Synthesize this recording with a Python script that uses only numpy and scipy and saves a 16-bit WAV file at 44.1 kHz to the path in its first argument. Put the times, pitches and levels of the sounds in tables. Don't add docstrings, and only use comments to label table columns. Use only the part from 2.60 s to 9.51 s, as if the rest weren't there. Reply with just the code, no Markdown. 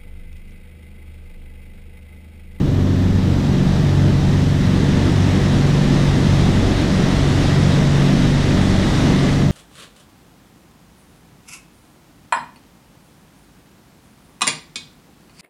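import sys
import numpy as np
from scipy import signal
from scipy.fft import rfft, irfft, next_fast_len
from scipy.io import wavfile
from scipy.ndimage import uniform_filter1d, map_coordinates

SR = 44100
rng = np.random.default_rng(int(sys.argv[2]) if len(sys.argv) > 2 else 0)


def elevation(decibels):
    levels = np.asarray(decibels, float)
    return 10 ** (levels / 20)


def wav_record(signal):
    frames = np.transpose(np.atleast_2d(signal))
    bounded = np.clip(frames, -1, 1)
    quanta = np.round(bounded * 32767).astype(np.int16)
    wavfile.write(sys.argv[1], SR, quanta)


N = 304731

# cycle rate in Hz, crank position at the start in cycles.
FIRING_SERIES = [(23.384, -.085), (23.475, .297), (23.5635, 0), (23.606, .062)]
# multiple of the cycle rate, then level in dB of series 1, 2, 3, 4.
LOW_ORDERS = [(1, -34, -70, -41, -70), (2, -40, -46, -70, -31), (3, -46, -60, -70, -49),
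              (4, -28, -48, -35, -27), (5, -45, -60, -39, -39), (6, -40, -25, -23, -47),
              (7, -34, -39, -34, -34), (8, -30, -48, -47, -31), (9, -47, -53, -39, -45),
              (10, -53, -66, -44, -34), (11, -42, -32, -39, -49), (12, -50, -42, -38, -43),
              (13, -49, -51, -48, -38), (14, -50, -68, -48, -47)]
# series index, order, level in dB.
PIPE_FAVOURED = [(0, 15, -45), (2, 15, -44), (2, 16, -48), (3, 16, -46), (1, 18, -52), (2, 18, -51),
                 (0, 20, -49), (3, 20, -51), (2, 21, -54), (2, 24, -54), (2, 25, -48)]
HULL_BOOMS = [(0, 4), (3, 4), (1, 6), (2, 6), (0, 8), (3, 8), (2, 4), (3, 2)]
# mean in dB, swing in dB, period in seconds,
# lag in periods.
HULL_SWELLS = [(2.5, 2, 3.7, .05), (1, 1.7, 7.5, 0.28), (-1.2, 1.2, 4.3, 0.38), (1.63, 0.6, 7.3, 0.59),
               (2.4, 2, 8.5, 0.046), (1.6, 4, 7.9, 0.92), (-3, 2, 7.6, .15), (2, 1.5, 6.6, .55)]
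OPPOSED_ORDERS = [(2, 4), (0, 6), (0, 9), (1, 9), (1, 12), (1, 2), (2, 2)]
# time in seconds, spray level in dB.
MIC_SWING = [(0, -39.5), (.6, -37), (1.1, -34.5), (1.95, -34.5), (2.3, -31.5), (4.2, -30), (5.1, -29),
             (5.6, -30), (6.1, -29), (6.7, -29), (6.91, -34)]
# time in seconds, change in dB,
# length in seconds.
STERN_SLAPS = [
    (.6, -2, 0.24),
    (1.96, -5, .12),
    (5.223, 1, .05),
    (6.49, 4.5, 0.047),
]
# frequency in Hz, level in dB per Hz.
RUMBLE_SPECTRUM = [(8, -36), (20, 5), (31, 2), (60, 7.5), (110, 9), (170, 7), (230, -4), (330, -54),
                   (900, -120)]
# frequency in Hz, level in dB per Hz.
CHURN_SPECTRUM = [(30, -120), (120, -16.5), (200, -2), (260, -6), (380, -9), (430, -15), (500, -18),
                  (800, -88), (3000, -120)]
# frequency in Hz, level in dB per Hz.
ROAR_SPECTRUM = [(40, -120), (200, -7), (400, -5), (600, 1.5), (900, -3.5), (1300, -10), (1800, -10),
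                 (2500, -68.5), (8000, -120)]
# frequency in Hz, level in dB per Hz.
SPRAY_SPECTRUM = [(200, -120), (800, -17.5), (1200, -2), (1450, -6), (1970, 0), (2230, -5), (2700, -5.5),
                  (3770, -4), (4340, -8.5), (5600, -10), (8200, -19), (10000, -25), (11000, -25.5),
                  (11400, -36), (13000, -120)]
# frequency in Hz, level in dB per Hz.
TOP_HISS_SPECTRUM = [(9000, -120), (10800, -40), (11300, -11), (11600, -8), (12100, -2), (12700, -3),
                     (13300, -6), (14000, -10), (14600, -18), (15700, -14), (15900, -61)]

LAST_ORDER = 27


def unit(x):
    return x / np.sqrt(np.mean(x ** 2) + 1e-20)


def wobble(rate, length=N):
    knots = N * rate / SR
    return map_coordinates(rng.standard_normal(int(knots) + 4), [np.linspace(0, knots, length)])


def swing():
    seconds, level_db = np.transpose(MIC_SWING)
    spray_db = np.interp(np.arange(N) / SR, seconds, level_db)
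    return spray_db, spray_db - spray_db.mean()


def order_levels():
    first_db, fade_db = -55, .7
    first = len(LOW_ORDERS) + 1
    high = []
    for order in range(first, LAST_ORDER + 1):
        high.append([order] + [first_db - fade_db * (order - first)] * len(FIRING_SERIES))
    for series, order, level_db in PIPE_FAVOURED:
        high[order - first][series + 1] = level_db
    return list(LOW_ORDERS) + high


def hull_swells(t):
    swells = {}
    for (series, order), (mean_db, swing_db, period, lag) in zip(HULL_BOOMS, HULL_SWELLS):
        swells[series, order] = mean_db + swing_db * np.cos(2 * np.pi * (t / period - lag))
    return swells


def engines(level_db, flutter_db, rasp_db, bright_db, facing):
    step = 16
    t = np.arange(0, N + step, step) / SR
    orders = order_levels()
    path = rng.random(len(orders))
    booms = hull_swells(t)
    opposed = {(series, order) for series, order in OPPOSED_ORDERS}
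    slow_turn_db = uniform_filter1d(swing()[1], size=SR)
    tilt_db = bright_db + facing * np.interp(t * SR, np.arange(N), slow_turn_db)
    drone = np.zeros(len(t))
    for series, (rate, start) in enumerate(FIRING_SERIES):
        crank = start + rate * t + .001 * wobble(1.28, len(t))
        for row, delay in zip(orders, path):
            order = round(row[0])
            swell_db = flutter_db * wobble(1.513, len(t))
            if (series, order) in booms:
                swell_db = booms[series, order]
            rasp = rasp_db * np.sqrt(order) * wobble(9, len(t))
            swell_db = swell_db + rasp + tilt_db * order / LAST_ORDER
            flip = ((series, order) in opposed) / 2
            tone = np.cos(2 * np.pi * (order * crank + delay + flip))
            drone += elevation(row[series + 1] + swell_db) * tone
    padded = np.pad(drone, 64, "reflect")
    return elevation(level_db) * signal.resample_poly(padded, step, 1)[64 * step:][:N]


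def coloured(x, spectrum):
    m = next_fast_len(N + 8192)
    hz, level_db = np.transpose(spectrum)
    log_hz = np.log(np.fft.rfftfreq(m, 1 / SR) + 1)
    gain = elevation(np.interp(log_hz, np.log(hz + 1), level_db))
    return unit(irfft(rfft(x, m) * gain, m)[:N])


def patchy(depth_db):
    z = signal.stft(rng.standard_normal(N + 512), nperseg=512)[2]
    field = uniform_filter1d(rng.standard_normal(z.shape), size=6, axis=0)
    field = uniform_filter1d(field, size=12, axis=1)
    return signal.istft(z * elevation(depth_db * unit(field)), nperseg=512)[1][:N]


def hull_rumble():
    return elevation(-21 + 0.24 * wobble(4.9)) * coloured(patchy(depth_db=0.7), RUMBLE_SPECTRUM)


def exhaust_churn(turn_db, slap_db):
    level_db = -22.5 + 0.32 * turn_db + slap_db
    return elevation(level_db) * coloured(patchy(depth_db=1.4), CHURN_SPECTRUM)


def wake_roar(turn_db, slap_db, surge):
    level_db = -30.5 + 0.72 * turn_db + 0.36 * slap_db + 0.43 * surge
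    return elevation(level_db) * coloured(patchy(depth_db=0.2), ROAR_SPECTRUM)


def droplets(size_db):
    size = np.minimum(rng.exponential(size=N), 4)
    ticks = rng.standard_normal(N) * elevation(size_db * size)
    return unit(ticks * (rng.random(N) < 1 / 10))


def wake_spray(spray_db, surge):
    turn_rate = 2 * FIRING_SERIES[-1][0]
    throb = 1 + .04 * np.cos(2 * np.pi * turn_rate * np.arange(N) / SR)
    fizz = patchy(depth_db=.8) + .35 * droplets(size_db=3)
    return elevation(spray_db + 0.32 * surge) * throb * coloured(fizz, SPRAY_SPECTRUM)


def top_hiss(turn_db, surge):
    level_db = -60.5 + .12 * turn_db + .5 * surge
    return elevation(level_db) * coloured(patchy(depth_db=1.0), TOP_HISS_SPECTRUM)


def water():
    spray_db, turn_db = swing()
    t = np.arange(N) / SR
    slap_db = sum(db * np.exp(-((t - s) / length) ** 2) for s, db, length in STERN_SLAPS)
    surge = wobble(7)
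    low = hull_rumble() + exhaust_churn(turn_db, slap_db)
    wake = wake_roar(turn_db, slap_db, surge) + wake_spray(spray_db, surge)
    return low + wake + top_hiss(turn_db, surge)


def scene():
    drone = engines(level_db=3.0, flutter_db=1.4, rasp_db=0.68, bright_db=5, facing=0.56)
    return (drone + water())[None]


def top_cut(x):
    return signal.sosfilt(signal.butter(12, 15750, fs=SR, output="sos"), x)


def record(dry):
    bass = signal.sosfiltfilt(signal.butter(2, 450, fs=SR, output="sos"), dry)
    power = np.abs(uniform_filter1d(bass ** 2, size=1500, axis=1))
    ridden = bass * (power / elevation(-33.0) + 1e-3) ** -.12
    top, hardness = elevation(-2.2), 4
    rounded = ridden / (1 + np.abs(ridden / top) ** hardness) ** (1 / hardness)
    return top_cut(rounded + dry - bass)


dry = scene()
out = record(dry)
wav_record(out)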